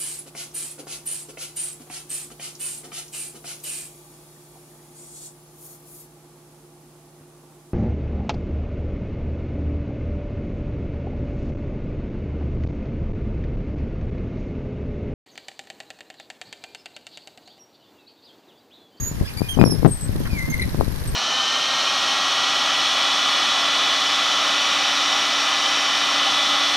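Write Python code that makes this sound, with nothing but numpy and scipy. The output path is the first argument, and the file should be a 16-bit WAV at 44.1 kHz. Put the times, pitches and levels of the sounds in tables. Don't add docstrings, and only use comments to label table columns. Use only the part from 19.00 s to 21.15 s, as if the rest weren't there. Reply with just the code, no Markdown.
import sys
import numpy as np
from scipy import signal
from scipy.fft import rfft, irfft, next_fast_len
from scipy.io import wavfile
from scipy.ndimage import uniform_filter1d

SR = 44100
rng = np.random.default_rng(int(sys.argv[2]) if len(sys.argv) > 2 else 0)


def output_pcm(signal):
    pcm = np.clip(np.atleast_2d(signal).T, -1, 1) * 32767
    wavfile.write(sys.argv[1], SR, np.round(pcm).astype(np.int16))


N = 94815
TIME = np.arange(N) / SR
RUB_ATTACK_S, RUB_RELEASE_S = 0.0057, 0.008
CUTOFF_HZ = 14350

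# (time [s], pitch [Hz], level before the squeal's gain [dB])
RISING = [(0.0, 6560, -24), (0.012, 6660, -33.5), (0.04, 6650, -26.5), (0.046, 6568, -37),
          (0.08, 6949, -27), (0.11, 6960, -46.5)]
LOUD = [(0.647, 5610, -30), (0.661, 5394, -28), (0.697, 5384, -37.5), (0.713, 5382, -23.5),
        (0.733, 5190, -37), (0.755, 5230, -48)]
THIN = [(0.872, 8373, -45), (0.882, 8380, -31.5), (0.9, 8380, -44), (0.92, 8420, -25), (0.984, 8180, -43.5),
        (1.034, 8070, -31), (1.05, 8140, -33.5), (1.075, 8140, -55)]
LOW = [(1.3, 2494, -42), (1.366, 2290, -39.5), (1.378, 2140, -30), (1.408, 2030, -27.5),
       (1.516, 2123, -44.5), (1.528, 2133, -31.5), (1.544, 2057, -25.5), (1.574, 2047, -45),
       (1.582, 2135, -51), (1.596, 2070, -23), (1.618, 2188, -46), (1.626, 1993, -27), (1.646, 2122, -40),
       (1.655, 2117, -54)]
# (curve, gain [dB], roughness [0-1], harmonics from the 2nd up [dB])
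SQUEALS = [(RISING, 1.9, 0.24, [-11]), (LOUD, 2.1, 0.3, [-3]), (THIN, -.5, .18, []),
           (LOW, 0.42, 0.514, [-21, -23, -27, -22, -24])]
# (start [s], length [s], first, middle and last pitch [Hz], level [dB],
# 2nd harmonic [dB], 3rd [dB], 4th and 5th [dB], roughness [0-1])
SQUEAKS = [(.243, 0.024, 1673, 1640, 1710, -54, 1, -1, -14, 0.87),
           (.288, 0.023, 2990, 3030, 2992, -47.5, -15.5, -5, -20, 0.32),
           (.368, 0.034, 2320, 2250, 2420, -40.5, 5.5, -12, -4.5, 0.29),
           (0.421, 0.059, 2416, 2484, 2390, -42, -7, -25, -11, 0.096),
           (.484, 0.048, 3180, 3212, 3190, -29, -15, -8, -13, 0.21),
           (0.532, 0.02, 3260, 3070, 3000, -32, -8, -22, -23, 0.36),
           (.590, 0.041, 2480, 2492, 2420, -32, -8.5, -27.5, -26, 0.076),
           (1.205, 0.055, 3380, 3170, 3030, -49, -7, -21.5, -20, .6),
           (1.497, 0.023, 6350, 6420, 6340, -33.5, -6, -20, -20, 0.074),
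           (2.069, 0.028, 8480, 8600, 8360, -35, -20, -20, -20, .1)]


def squeaks():
    out = np.zeros((2, N))
    for curve, gain_db, rough, harmonics_db in SQUEALS:
        hz, db = in_time(curve)
        out += stick_slip(curve[0][0], curve[-1][0], hz, db + gain_db, rough, harmonics_db)
    for start, length, first, middle, last, db, second_db, third_db, higher_db, rough in SQUEAKS:
        hz = np.interp(TIME, start + np.linspace(0, length, 3), [first, middle, last])
        out += stick_slip(start, start + length, hz, db, rough, [second_db, third_db, higher_db, higher_db])
    return out


# (frequency [Hz], left minus right [dB])
MIC_BALANCE = [(1600, 1), (2080, 3), (2480, -0.5), (3200, -12.5), (4600, 8), (5400, -16.5), (6800, -11),
               (8300, 7), (10800, 21.5), (13400, 13)]


def stick_slip(start, end, hz, db, rough, harmonics_db):
    flutter_db = 8 * rough * drift(hz=71)
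    level = gate(start, end, RUB_ATTACK_S, RUB_RELEASE_S) * from_db(db + flutter_db)
    wobble = 0.0237 * rough * drift(hz=128.4)
    on = level > 0
    phase = 2 * np.pi * np.cumsum((hz * (1 + wobble))[on]) / SR
    out = np.zeros((2, N))
    for k, harmonic_db in enumerate([0, *harmonics_db], 1):
        if k * hz.min() < CUTOFF_HZ:
            partial = np.sqrt(2) * from_db(harmonic_db) * level[on] * np.sin(k * phase)
            out[:, on] += sides(at_hz(MIC_BALANCE, k * hz[on])) * partial
    return out


# (start [s], length [s], centre [Hz], width [Hz], level [dB])
SCRAPES = [(0.267, 0.0485, 2600, 700, -41), (0.265, 0.028, 4740, 1020, -42), (1.25, 0.03, 1530, 900, -36.5),
           (1.308, 0.035, 4820, 400, -43), (1.382, 0.015, 6000, 2000, -41.5),
           (1.609, 0.038, 2113, 280, -30), (1.617, 0.01, 3980, 300, -24.5),
           (1.618, 0.0092, 10520, 300, -29.5)]


def scrapes():
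    out = np.zeros((2, N))
    for start, length, hz, width_hz, db in SCRAPES:
        band_hz = [hz - width_hz / 2, hz + width_hz / 2]
        rasp = rms_one(filtered(rng.standard_normal(N), band_hz, "band"))
        level = from_db(db) * gate(start, start + length, RUB_ATTACK_S, RUB_RELEASE_S)
        out += sides(at_hz(MIC_BALANCE, hz)) * rasp * level
    return out


# (frequency [Hz], relative level [dB])
TICK_COLOUR = [(1500, -60), (4000, 21), (5500, 3), (7300, -19), (9000, 13), (10200, -5), (11700, 20.5),
               (14000, -29)]


def freewheel(first_s=0.0065, gap_s=0.0367, slowing_s=0.000017, decay_s=0.0038):
    drops = np.zeros(N)
    for k, db in enumerate(1.5 * rng.standard_normal(size=60)):
        drop_s = first_s + gap_s * k + slowing_s * k * k
        drops[TIME.searchsorted(drop_s):][:1] += from_db(db)
    envelope = signal.lfilter([1], [1, -np.exp(-1 / (decay_s * SR))], drops)
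    ticks = envelope * noise(TICK_COLOUR) * from_db(-38 + 2.5 * TIME)
    balance_db = at_hz(MIC_BALANCE, np.fft.rfftfreq(N, 1 / SR))
    return irfft(rfft(ticks) * sides(balance_db), N)


# (frequency [Hz], relative level [dB])
ROLL_LEFT = [(100, 8.5), (600, -5), (1050, 2.5), (1380, -1.5), (1650, 2), (2500, -5), (4000, -14),
             (7000, -15), (9000, -10), (11500, -2.5), (13000, -9.5), (14500, -13)]
ROLL_RIGHT = [(100, 12.5), (600, 4.5), (1050, 2.5), (1380, -1.5), (1650, 2), (2500, -4.5), (4000, -2.5),
              (5500, -1.5), (7500, -11), (10000, -16.5), (14500, -31)]
# (left [dB], right [dB])
ROLL_DB = [-40.5, -39.5]
# (time [s], gain [dB])
ROLL_SWELL = [(0, 0.5), (.3, 1.5), (.7, 1), (1.05, 1), (1.35, 3), (1.7, 3), (2.15, 4)]


def rolling():
    swell_db, = in_time(ROLL_SWELL)
    grain_db = 1.26 * drift(hz=143)
    return np.array([noise(colour) * from_db(db + swell_db + grain_db)
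                     for colour, db in zip((ROLL_LEFT, ROLL_RIGHT), ROLL_DB)])


# (time [s], left level [dB], right level [dB])
WIND = [(0, -28, -66), (.15, -27, -33), (.24, -29.5, -27), (.31, -32.5, -42), (.42, -27, -35),
        (.52, -28, -43), (.68, -31, -33), (.79, -21.5, -35), (.92, -22, -22.5), (.99, -30.5, -42),
        (1.06, -23, -26), (1.18, -23.5, -27.5), (1.35, -23, -29), (1.5, -23, -35.5), (1.62, -20, -22),
        (1.71, -24, -29), (1.82, -18, -31), (1.95, -25.5, -36), (2.15, -23, -23)]
# (frequency [Hz], relative level [dB])
WIND_COLOUR = [(15, -0.5), (30, -1), (80, 2), (150, -3.5), (300, -15.5), (600, -26.5), (1200, -48.5),
               (3000, -65)]


def wind(lump_db=3, lump_hz=24.7):
    return np.array([noise(WIND_COLOUR) * from_db(db + lump_db * drift(lump_hz)) for db in in_time(WIND)])


# (start [s], length [s], level [dB], left minus right [dB])
GUSTS = [(0.195, 0.046, -25.5, -2.5), (0.565, 0.018, -17, 27), (0.587, .058, -12, 30),
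         (0.65, 0.0326, -18.5, 24), (0.69, 0.077, -21.5, 33), (0.821, .016, -21, 9),
         (0.848, .02, -2.5, 45.5), (0.869, 0.027, -17, 33), (1.031, 0.035, -30, 12),
         (1.155, 0.022, -24.5, 5), (1.201, 0.0183, -21, 4.5), (1.324, 0.055, -27.5, 6.5),
         (1.477, 0.043, -23, -5.5), (1.781, 0.0225, -18, 19), (1.816, 0.019, -21.5, 6)]
# (frequency [Hz], relative level [dB])
GUST_COLOUR = [(20, -41), (70, -19), (140, 10.5), (300, 0), (600, -15.5), (1200, -31), (3000, -47.5),
               (8000, -67)]


def gusts(edge_s=0.0041, even_s=0.0135):
    air = np.array([noise(GUST_COLOUR), noise(GUST_COLOUR)])
    local_rms = np.sqrt(uniform_filter1d(air ** 2, int(even_s * SR), axis=1) + 1e-9)
    level = sum(sides(balance_db) * from_db(db) * gate(start, start + length, edge_s, edge_s)
                for start, length, db, balance_db in GUSTS)
    return air / local_rms * level


# (time [s], depth before filtering [dB], half width [ms], left minus right [dB])
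POPS = [(.114, -13.5, 0.74, -22), (0.2114, -3, 1.53, 25.5), (0.223, -18.5, 1.8, -28),
        (0.4075, -8.5, 0.94, 32.5), (0.4177, 1, 0.737, 25), (0.575, -4, 0.55, 31), (0.589, 3.5, 0.51, 26),
        (0.5974, -3, 0.87, 30), (0.6135, 13.5, 0.5, 45.5), (0.622, 4.5, 0.87, 28), (.629, -1.5, 0.2, 30),
        (0.6392, 9.5, 0.29, 45), (0.6607, 0.5, 0.75, 30), (0.676, -3.5, 0.76, -38), (0.697, -9, 0.66, -17),
        (0.723, -6, 0.62, 18.5), (.830, -4.5, 0.48, 20), (.848, 10.5, 0.76, 48), (0.8548, 10, 0.82, 42),
        (0.8623, 1, 1.4, 38), (0.876, -3.5, 0.66, 30), (1.093, -6.5, 1.34, 17.5), (1.157, -9, 1.05, -18.5),
        (1.332, -5.5, 2.3, 19), (1.746, -7.5, 0.48, -20), (1.793, -4, 4.1, 31), (1.8101, 4.5, 0.23, 31),
        (1.880, -4.5, 1.44, 32.5)]


def pops():
    out = np.zeros((2, N))
    for centre_s, db, half_width_ms, balance_db in POPS:
        half_width_s = half_width_ms / 1000
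        dip = -from_db(db) * np.exp(-np.minimum(abs(TIME - centre_s) / half_width_s, 30))
        out += sides(balance_db) * filtered(dip, hz=0.079 / half_width_s, kind="high")
    return filtered(out, hz=1260, kind="low", order=5)


def lane(sound, t60_s=0.314, delay_s=0.0039, db=-11.5):
    t = TIME[:SR // 2]
    tails = rng.standard_normal((2, len(t))) * from_db(-60 * t / t60_s) * (t > delay_s)
    tails /= np.sqrt(np.sum(tails ** 2, axis=1, keepdims=True))
    return from_db(db) * signal.fftconvolve(sound, tails, axes=1)[:, :N]


def from_db(db):
    return 10 ** (np.asarray(db) / 20)


def rms_one(x):
    return x / np.sqrt(np.mean(x ** 2) + 1e-20)


def filtered(x, hz, kind, order=2):
    return signal.sosfilt(signal.butter(order, hz, kind, fs=SR, output="sos"), x)


def in_time(rows):
    times, *columns = np.transpose(rows)
    return [np.interp(TIME, times, column) for column in columns]


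def at_hz(points, hz):
    points_hz, points_db = np.transpose(points)
    return np.interp(np.log(hz + 1e-9), np.log(points_hz), points_db)


def noise(colour):
    size = next_fast_len(N)
    gains = from_db(at_hz(colour, np.fft.rfftfreq(size, 1 / SR)))
    return rms_one(irfft(rfft(rng.standard_normal(size)) * gains, size)[:N])


def drift(hz):
    return rms_one(filtered(rng.standard_normal(N + SR), hz, "low")[SR:])


def sides(balance_db):
    ratio = from_db(np.atleast_1d(balance_db))
    return np.array([ratio, np.ones_like(ratio)]) * np.sqrt(2 / (1 + ratio ** 2))


def gate(start, end, attack, release):
    ramp = np.minimum((TIME - start) / attack, (end - TIME) / release + .5)
    return np.sin(np.pi / 2 * np.clip(ramp, 0, 1)) ** 2


def scene(left_lag_s=0.00013):
    left, right = squeaks() + scrapes() + freewheel()
    bicycle = np.array([np.roll(left, round(left_lag_s * SR)), right])
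    return bicycle + lane(bicycle) + rolling() + wind() + gusts() + pops()


def record(dry):
    treble_cut = signal.ellip(12, .1, 80, CUTOFF_HZ, fs=SR, output="sos")
    return signal.sosfilt(treble_cut, np.clip(dry, -1, 1))


dry = scene()
out = record(dry)
output_pcm(out)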